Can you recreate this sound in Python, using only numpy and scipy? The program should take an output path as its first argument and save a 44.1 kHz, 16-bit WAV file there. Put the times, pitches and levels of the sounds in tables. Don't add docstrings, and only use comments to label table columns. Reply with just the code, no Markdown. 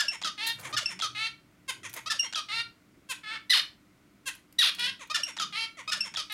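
import sys
import numpy as np
from scipy import signal
from scipy.fft import rfft, irfft
from scipy.io import wavfile
from scipy.ndimage import uniform_filter1d

SR = 44100
rng = np.random.default_rng(int(sys.argv[2]) if len(sys.argv) > 2 else 0)


def generate_wav(sig):
    pcm = np.round(np.clip(np.atleast_2d(sig).T, -1, 1) * 32767).astype(np.int16)
    wavfile.write(sys.argv[1], SR, pcm)


def gain_from_db(level_db):
    decades = np.asarray(level_db, float) / 20
    return 10 ** decades


N = 279153


def band(x, hz, width_hz):
    edges = np.clip([hz - width_hz / 2, hz + width_hz / 2], 20, .48 * SR)
    return signal.sosfilt(signal.butter(2, edges, "bandpass", fs=SR, output="sos"), x)


def unit(x):
    return x / np.sqrt(np.mean(x ** 2))


def add(track, s, x):
    i = int(round(s * SR))
    a, b = max(i, 0), min(i + len(x), N)
    track[a:b] += x[a - i:b - i]


# (frequency [Hz], density [dB per Hz])
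AIR = [(15, -61.5), (25, -4), (84, -10), (190, -10), (223, -10), (293, -6), (405, -14), (451, -19),
       (641, -17), (796, -22.5), (1480, -17.5), (1610, -23.5), (2110, -19.5), (2990, -26.5), (16000, -38)]


def air():
    f = np.fft.rfftfreq(N, 1 / SR)
    hz, db = np.transpose(AIR)
    gain = gain_from_db(np.interp(np.log(f + 1), np.log(hz), db))
    return gain_from_db(-63) * unit(irfft(rfft(rng.standard_normal(N)) * gain, N))


# (frequency [Hz], level [dB])
HUM = [(100, -88.5), (200, -74.5), (300, -67), (400, -89.5)]


def mains_hum():
    t = np.arange(N) / SR
    out = np.zeros(N)
    for hz, db in HUM:
        waver_db = 1.5 * unit(uniform_filter1d(rng.standard_normal(N), SR // 12))
        out += gain_from_db(db + waver_db) * np.sin(2 * np.pi * hz * t)
    return out


BODY = {"low": (119, 31, -73), "mid": (188.3, 50, -70.5), "knock": (323, 130, -79.5)}
GRIPS = {"low": [(.68, 0.34, -56), (1.12, .42, -61.5), (1.95, 0.47, -64), (2.6, .2, -67), (4.9, 0.18, -69),
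         (6.05, 0.27, -71)], "mid": [(.28, 0.14, -65), (.6, 0.18, -68), (.95, 0.11, -61), (4.87, .2, -64.5),
         (5.47, .17, -59), (6.03, 0.2, -61.5)], "knock": [(.24, .08, -62), (.42, .15, -64.5),
         (1.05, .25, -64), (.72, .15, -58.5), (1.85, .3, -65), (2.98, .12, -64), (4.87, .2, -68),
         (5.46, 0.15, -65.5)]}


def hands():
    t = np.arange(N) / SR
    out = np.zeros(N)
    for part, (hz, width_hz, rest_db) in BODY.items():
        swell = sum(gain_from_db(db) * np.exp(-(2 * (t - s) / length_s) ** 4) for s, length_s, db in GRIPS[part])
        out += (gain_from_db(rest_db) + swell) * unit(band(rng.standard_normal(N), hz, width_hz))
    return out


THROATS = { "rise": [(610, 300, -13), (1240, 350, -1), (2700, 810, -5.5), (4130, 2600, -4.5),
           (6300, 670, -19.5), (9200, 1500, -26)], "flat": [(630, 300, -13.5), (1280, 430, -2.5),
           (2570, 540, -2.5), (3730, 960, -3.5), (5000, 720, -5), (7450, 3900, -20.5)],
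           "whistle": [(1816, 850, 0.6), (3590, 760, -5), (5110, 870, -1)], "buzz": [(580, 300, -7),
           (1400, 1400, -12.5), (3300, 1270, -4), (4650, 4300, -7), (7000, 730, -15.5),
           (9500, 3100, -20.5)], "high": [(2977, 1150, -3.5), (5210, 700, 1.5), (8200, 1520, -24),
           (11200, 1900, -28)], "soft": [(940, 1230, -4.5), (2194, 900, -1), (3160, 1250, -7),
           (6500, 2800, -11.5), (9060, 1940, -15)], "blip": [(3370, 810, -11), (7100, 1600, -35)],
           "rasp": [(566, 300, -15.5), (1270, 450, -3), (3240, 660, -1), (4450, 1030, -3.5),
           (5840, 700, -7.5), (9200, 2500, -23)]}
CALL_THROATS = { "lead": [(1000, 900, -4), (2150, 900, -1), (3300, 1250, -7), (6500, 2000, -10),
                (9060, 1940, -16)], "tet": [(1190, 680, -8.5), (2520, 3200, 0.5), (3900, 580, -20),
                (6690, 1900, -9), (9500, 3800, -11)], "call": [(1850, 1400, -10.5), (3065, 610, 2),
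                (3980, 1200, 1.5), (5800, 1800, -18.5), (10000, 2900, -17)], "mate": [(3200, 800, 1),
                (4130, 800, -6.5), (2100, 650, -13.5)], "chat": [(890, 240, -13), (2000, 1040, 2.5),
                (3400, 1400, -5), (4300, 900, -9), (8500, 2000, -26.5)], "nasal": [(1400, 1100, -11),
                (3070, 1500, 0), (4600, 870, -5.5), (6100, 780, -24), (9400, 2400, -22)],
                "stack": [(1227, 540, -3.5), (2600, 1700, 1.5), (3950, 1180, 0.4), (6560, 660, -29),
                (9150, 1070, -19.5)]}


def resonances(kind):
    low_cut_hz = 483
    f = 10 * np.arange(1, 2401)
    throat = {**THROATS, **CALL_THROATS}[kind]
    ring = [gain_from_db(db) / (1 + 2j * (f - hz) / width_hz) ** 2 for hz, width_hz, db in throat]
    size = np.sqrt(sum(abs(r) ** 2 for r in ring)) / (1 + (low_cut_hz / f) ** 4)
    lag = np.angle(sum(r * (-1) ** k for k, r in enumerate(ring)))
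    return np.array([size, lag])


def unsteady():
    flutter_hz = 750
    noise = rng.standard_normal((4, SR // 5))
    wobble = unit(band(noise[0], 160, 280))
    flutter = unit(band(noise[1:3], flutter_hz / 2 + 30, flutter_hz))
    breath = unit(band(noise[3], 90, 120))
    return np.array([wobble, *flutter, breath])


def wire(x):
    near_echo_db = -15
    lags, signs = rng.integers(8, 90, 4), rng.choice([-1, 1], 4)
    echoes = sum(sign * np.r_[np.zeros(k), x[:-k]] for k, sign in zip(lags, signs))
    return x + gain_from_db(near_echo_db) * echoes


ROUGH = {"rise": (.05, .04, .06), "flat": (.04, .03, .05), "whistle": (.03, .02, .02),
         "buzz": (.65, .4, .25), "high": (.004, .004, .004), "soft": (.07, .08, .12),
         "blip": (.05, .05, .05), "rasp": (.45, .22, .14), "lead": (.07, .08, .12), "tet": (.04, .04, .2),
         "call": (.16, .22, .25), "mate": (.01, .01, .01), "stack": (.08, .05, .09),
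         "chat": (.03, .08, .22), "nasal": (.06, .1, .2)}
ODD_DB = {"rasp": -6, "rise": -3, "flat": -3}
HALF_PITCH = {"call": .24, "nasal": .3, "chat": .2, "buzz": .5}
BREAK_DB = {"call": 2, "stack": 1, "whistle": 1.8, "buzz": 2, "soft": 2, "lead": 2, "rasp": 1.5, "chat": .7,
            "nasal": .7}


def syrinx(hz, db, kind, treble_db, beak):
    jitter, rough_tilt, edge_s = .003, 1.1, .0012
    flutter_lag, pulse_spread = 25, .35
    n = len(hz)
    chance = unsteady()
    wobble, breath = chance[[0, 3], :n]
    phase = 2 * np.pi * np.cumsum(hz * (1 + jitter * wobble)) / SR
    order = np.arange(1, int(16000 / hz.min()) + 1)[:, None]
    f = order * hz
    size, lag = resonances(kind)[:, np.minimum(f / beak / 10, 2399).astype(int)]
    tilt_db = treble_db * np.log2(f / 3000) + ODD_DB.get(kind, 0) * (order % 2)
    gain = size * gain_from_db(tilt_db) * (f < 16200)

    rough = np.interp(np.linspace(0, 2, n), [0, 1, 2], ROUGH[kind])
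    share = rough * (f / 3000) ** rough_tilt * (1.03 - 1 / order) ** 2 * 1.2
    share = np.clip(share, 0, .95)
    swell, slip = chance[1:3, (np.arange(n) + flutter_lag * order) % chance.shape[1]]
    drift = pulse_spread * np.cumsum(rng.standard_normal(80))[:len(order), None]
    angle = ((order * phase + lag + drift) % (2 * np.pi)).astype(np.float32)
    cos, sin = np.cos(angle), np.sin(angle)
    noise = (swell * cos + slip * sin) * np.sqrt(share / 2)
    tone = np.sum(gain * (np.sqrt(1 - share) * cos + noise), axis=0)

    alternation = HALF_PITCH.get(kind, 0) * np.linspace(1, .3, n) ** 2
    tone = tone + alternation * band(np.cos(phase / 2) * tone, 5000, 6400)
    count = np.arange(n)
    edge = np.clip(np.minimum(count, count[::-1]) / (edge_s * SR), 0, 1)
    breath_db = BREAK_DB.get(kind, .5) * np.clip(breath, -2, 1)
    return gain_from_db(db + breath_db) * edge * wire(unit(tone))


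SHAPES = { "rise": [(0, .88, -12.5), (.12, 0.96, -5), (.55, 1, -0.5), (.9, 1.04, -2.5), (1, 1.04, -8)],
          "flat": [(0, 0.94, -7), (.12, .995, -2.5), (.5, 1.005, -1.5), (.9, .995, 0.5), (1, 1.13, -22)],
          "whistle": [(0, 1, -18), (.08, 0.97, 7), (.4, 0.99, 0), (.8, 0.91, -8), (1, 0.66, -22)],
          "buzz": [(0, .96, -18), (.09, 1.04, 0), (.28, .97, 4), (.4, .7, -5.5), (.6, .48, -21),
          (.93, 0.39, -15.5), (1, 0.42, -34)], "high": [(0, 1, -12), (.06, 1.05, -2.5), (.2, 1, 6.5),
          (.9, .985, -5), (1, 1.05, -28)], "blip": [(0, 1.25, -5), (.55, 0.95, 3.5), (.85, 1.07, -1),
          (1, 1.4, -31.5)], "rasp": [(0, 1.6, -6), (.08, 1.06, 1), (.3, 1.03, -3.5), (.5, .99, -1),
          (.72, .96, -4.5), (1, .8, -22)]}
CALL_SHAPES = { "soft": [(0, 1.75, -7), (.2, 1.45, -3), (.45, 1.13, 3.5), (.7, .97, -1), (.9, .9, -3),
               (1, 0.72, -40.5)], "lead": [(0, 1.45, -6), (.2, 1.32, -4), (.45, 1.13, 2), (.7, .99, 0),
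               (.9, .93, -4), (1, .85, -30)], "tet": [(0, 1.06, -16), (.25, 1.02, 0), (.55, 1, 6),
               (.75, .93, 2.5), (.95, .78, -3), (1, 1, -13)], "call": [(0, .96, -22), (.05, .99, 3.5),
               (.12, 1.005, 5), (.24, .945, 0.6), (.34, .79, 1), (.48, .54, -1.5), (.7, .37, -5.5),
               (.93, 0.285, -10), (1, 0.259, -26)], "mate": [(0, 1.5, -16), (.25, .98, -5.5), (.5, 0.99, 0),
               (.9, 1, -7), (1, .99, -19)]}
MOTIF = {"soft": (.031, .053, 477, -43.5, .9), "blip": (.152, .01, 3400, -35.5, 1),
         "rasp": (.163, .056, 629, -28.7, 1.1)}
# (high note time [s], effort [dB], head turn treble [dB per octave], beak opening [ratio])
ROUNDS = [
    (.081, 0.4, -0.5, 1.006),
    (0.856, 0.7, 0, 1.004),
    (2.191, -0.1, 0.2, .97),
    (5.232, 0.1, -0.3, 1.028),
    (6.005, -.4, 0, .99),
]
FREE = { "rise": [(.726, .027, 623, -30.5, -.4), (2.059, .029, 645, -32, 0.7), (5.098, .025, 620, -31, .7)],
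        "flat": [(5.876, .03, 633.5, -31.5, -.3)], "whistle": [(-.01, 0.055, 1755, -28.5, -2),
        (.764, 0.044, 1785, -34.5, 2), (2.098, 0.054, 1800, -35, 2), (5.141, .065, 1818, -33.5, 0.5),
        (5.917, 0.056, 1820, -36, 1.5)], "buzz": [(-.01, .073, 1430, -28, -1.2),
        (.765, .073, 1430, -28, -1.2), (2.099, .073, 1330, -28.5, -1), (5.141, .073, 1400, -28, -1.2),
        (5.914, .073, 1450, -28.5, -1.2)], "high": [(.081, 0.019, 2730, -28.5, -0.2),
        (.857, 0.013, 2700, -28, 1), (2.191, 0.028, 2812, -28, 1.7), (5.232, .019, 2786, -29.5, 3),
        (6.005, 0.018, 2713, -27, 2)]}
BETWEEN = { "soft": [(.628, 0.062, 483, -42.5, 0), (1.953, 0.049, 472.4, -43.5, 0.2)],
           "lead": [(1.831, 0.049, 474, -42, 1.3), (4.992, .055, 474.4, -45.5, -0.7),
           (5.77, .052, 489, -44.5, -1)], "tet": [(1.678, .035, 524.3, -35.5, 0.7),
           (3.088, 0.044, 520.3, -37, 1.4), (4.256, .042, 530.4, -36.5, 2)],
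           "call": [(3.495, .114, 2010, -20, -0.65), (4.583, .12, 1945, -20.5, -.7)],
           "mate": [(2.232, .068, 1072, -40.5, .6)]}


def finch():
    sung = []
    for table in (FREE, BETWEEN):
        for kind, rows in table.items():
            sung += [(kind, *row, 1) for row in rows]
    for s, effort_db, turn_db, beak in ROUNDS:
        for kind, (late_s, length_s, hz, db, treble_db) in MOTIF.items():
            sung.append((kind, s + late_s, length_s, hz, db + effort_db, treble_db + turn_db, beak))

    out = np.zeros(N)
    for kind, s, length_s, hz, db, treble_db, beak in sung:
        share, *columns = np.transpose({**SHAPES, **CALL_SHAPES}[kind])
        along = np.linspace(0, 1, int(length_s * SR))
        ratio, shape_db = (np.interp(along, share, c) for c in columns)
        add(out, s, syrinx(hz * ratio, db + shape_db, kind, treble_db, beak))
    return out


# (time after high note [s], level [dB], half length [s])
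MOTIF_CLICKS = [
    (.134, -27.5, 0.0032),
    (0.1426, -24.5, .0022),
]


def tongue_clicks():
    click_hz = 3770
    out, t = np.zeros(N), np.arange(SR // 8) / SR
    for s, effort_db, *_ in ROUNDS:
        for late_s, db, half_s in MOTIF_CLICKS:
            grains = rng.standard_normal(len(t)) * gain_from_db(2.2 * rng.exponential(size=len(t)))
            burst = unit(grains) * np.exp(-((t - 1.02 * half_s) / half_s) ** 2)
            click = band(band(burst, click_hz, 1.65 * click_hz), click_hz, 1.68 * click_hz)
            add(out, s + late_s, gain_from_db(db + effort_db - 3) * click)
    return out


STACKS = { "stack": [(.377, 0.15, 405.5, 464.7, .62), (1.148, 0.14, 410.5, 459.8, 0.3),
          (2.485, 0.14, 402.8, 468.9, 0.58), (5.524, 0.14, 398, 454, .93), (6.297, 0.13, 415, 453, 0.49)]}
STACK_PITCH = {"stack": (.034, .007, .09), "chat": (0.078, 0.0053, .06)}
STACK_LEVEL = {"stack": (-33.2, -7, 0.02, 3.5, 1.1), "chat": (-37.5, -13, 0.02, 1.5, 0)}


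def stacks(table):
    overshoot_s, release_s, release_db = .005, .018, -11
    droop, beak_climb = .025, .06
    out = np.zeros(N)
    for kind, rows in table.items():
        step_s, width_s, overshoot = STACK_PITCH[kind]
        db, swell_db, swell_s, climb_db, treble_db = STACK_LEVEL[kind]
        for s, length_s, low_hz, high_hz, share in rows:
            t = np.arange(int(length_s * SR)) / SR
            climb = share / (1 + np.exp((step_s - t) / width_s)) + (1 - share) * t / length_s
            ending = np.clip(1 - (length_s - t) / release_s, 0, 1)
            hz = low_hz * (1 + overshoot * np.exp(-t / overshoot_s)) + (high_hz - low_hz) * climb
            hz = hz * (1 - droop * ending)
            shape_db = swell_db * np.exp(-t / swell_s) + climb_db * (climb - .5) + release_db * ending
            beak = 1 + beak_climb * (climb - .5)
            add(out, s, syrinx(hz, db + shape_db, kind, treble_db, beak))
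    return out


# (time [s], level [dB], centre [Hz], ring [s])
TICKS = [(0.465, -19, 3980, 0.075), (0.4632, -33, 11500, .03), (0.4735, -22, 9800, .014),
         (0.4875, -26, 11500, .015), (0.4975, -29, 9500, .02), (0.5945, -35, 4600, 0.042),
         (0.6009, -36, 13500, .016), (0.6095, -37, 10400, 0.036), (0.6463, -39, 8000, .045),
         (0.7013, -43, 2340, 0.014), (1.8936, -34.5, 5840, 0.042), (1.9304, -34, 9450, 0.012),
         (1.938, -25.5, 12800, 0.023), (1.9434, -30, 9860, 0.02), (1.9624, -31, 11200, 0.039),
         (4.35, -41, 11000, .035), (4.5256, -42.5, 11900, 0.019), (4.7481, -31.5, 4430, 0.029),
         (4.7945, -29, 4870, 0.02), (5.0729, -46, 4090, 0.026), (6.322, -29, 10900, 0.024)]


def cage_ticks():
    swell_per_s = 1.8
    out, t = np.zeros(N), np.arange(SR // 8) / SR
    for s, db, hz, ring_s in TICKS:
        rise = np.minimum(t / (swell_per_s * ring_s ** 2), 1)
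        burst = rng.standard_normal(len(t)) * gain_from_db(-60 * t / max(ring_s, .002)) * rise
        add(out, s, gain_from_db(db + 1) * (band(burst, hz, 0.16 * hz) + 0.55 * band(burst, 8000, 13300)))
    return out


# (loudest time [s], rise [s], fall [s], level [dB])
SCRATCH = [
    (.596, 0.013, .008, -46.5),
    (.64, 0.033, .05, -49),
    (.71, .02, .012, -46),
    (1.978, .025, 0.00404, -44.5),
    (4.798, .02, .004, -56.5),
]


def scratch():
    t = np.arange(N) / SR
    grains = rng.standard_normal(N) * gain_from_db(3.5 * rng.exponential(size=N))
    loud = np.zeros(N)
    for s, rise_s, fall_s, db in SCRATCH:
        loud += gain_from_db(db) * np.exp(-((t - s) / np.where(t < s, rise_s, fall_s)) ** 2)
    return loud * gain_from_db(-1) * unit(band(grains, 1100, 1600) + 0.22 * band(grains, 6200, 7400))


NEIGHBOUR = {"chat": [(.65, .13, 400, 411, .1)]}


def neighbour():
    return gain_from_db(-10) * band(stacks(NEIGHBOUR), 1050, 800)


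WAVERING = {"chat": [(3.232, 438.9, -53, 1.0), (3.24, 436.8, -42, 1.0), (3.256, 419.6, -46, 1.0),
            (3.272, 432.5, -39, 1.0), (3.304, 431.0, -36, 1.0), (3.328, 455.4, -36, 1.0),
            (3.346, 453.7, -36, 1.0), (3.358, 433.5, -36, 1.0), (3.378, 445.6, -44, 1.0)],
            "nasal": [(4.783, 472.7, -43, 1.0), (4.793, 474.6, -33, 1.0), (4.807, 488.8, -29, 1.0),
            (4.821, 476.9, -32, 1.0), (4.843, 491.8, -28, 1.0), (4.863, 491.2, -28, 1.0),
            (4.875, 543.4, -32, 1.0), (4.901, 531.7, -35, 1.0), (4.908, 540.8, -41, 1.0)]}
WAVERING_TREBLE_DB = {"chat": 0.1, "nasal": 0.6}


def wavering():
    out = np.zeros(N)
    for kind, rows in WAVERING.items():
        s, *columns = np.transpose(rows)
        t = np.arange(s[0], s[-1], 1 / SR)
        hz, db, beak = (uniform_filter1d(np.interp(t, s, c), SR // 250) for c in columns)
        add(out, s[0], syrinx(hz, db, kind, WAVERING_TREBLE_DB[kind], beak))
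    return out


# (centre [Hz], t60 [s], echo level [dB])
ROOM = [
    (756, 0.45, -14.5),
    (1838, 0.23, -2.5),
    (4050, 0.25, -6),
    (9200, 0.23, -7),
]


def room(x):
    t = np.arange(SR // 2) / SR
    onset = np.clip((t - .003) / 0.0047, 0, 1)
    tail = np.zeros(len(t))
    for hz, t60_s, db in ROOM:
        part = band(rng.standard_normal(len(t)), hz, 1.063 * hz) * gain_from_db(-60 * t / t60_s) * onset
        tail += gain_from_db(db) * part * np.sqrt(2 * np.log(1000) / (t60_s * SR))
    return x + signal.fftconvolve(x, tail)[:N]


def scene():
    background = air() + mains_hum() + hands()
    bird = finch() + tongue_clicks() + stacks(STACKS) + wavering()
    cage = bird + cage_ticks() + scratch()
    cage = signal.sosfilt(signal.butter(4, 420, "highpass", fs=SR, output="sos"), cage)
    return (room(cage) + background + neighbour())[None]


def band_limit(x):
    return signal.sosfilt(signal.butter(12, 16470, fs=SR, output="sos"), x)


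def record(dry):
    thin = signal.sosfilt(signal.butter(4, 45, "highpass", fs=SR, output="sos"), dry)
    thin = signal.sosfilt(signal.ellip(8, .3, 60, 15900, fs=SR, output="sos"), thin)
    return band_limit(thin)


dry = scene()
out = record(dry)
generate_wav(out)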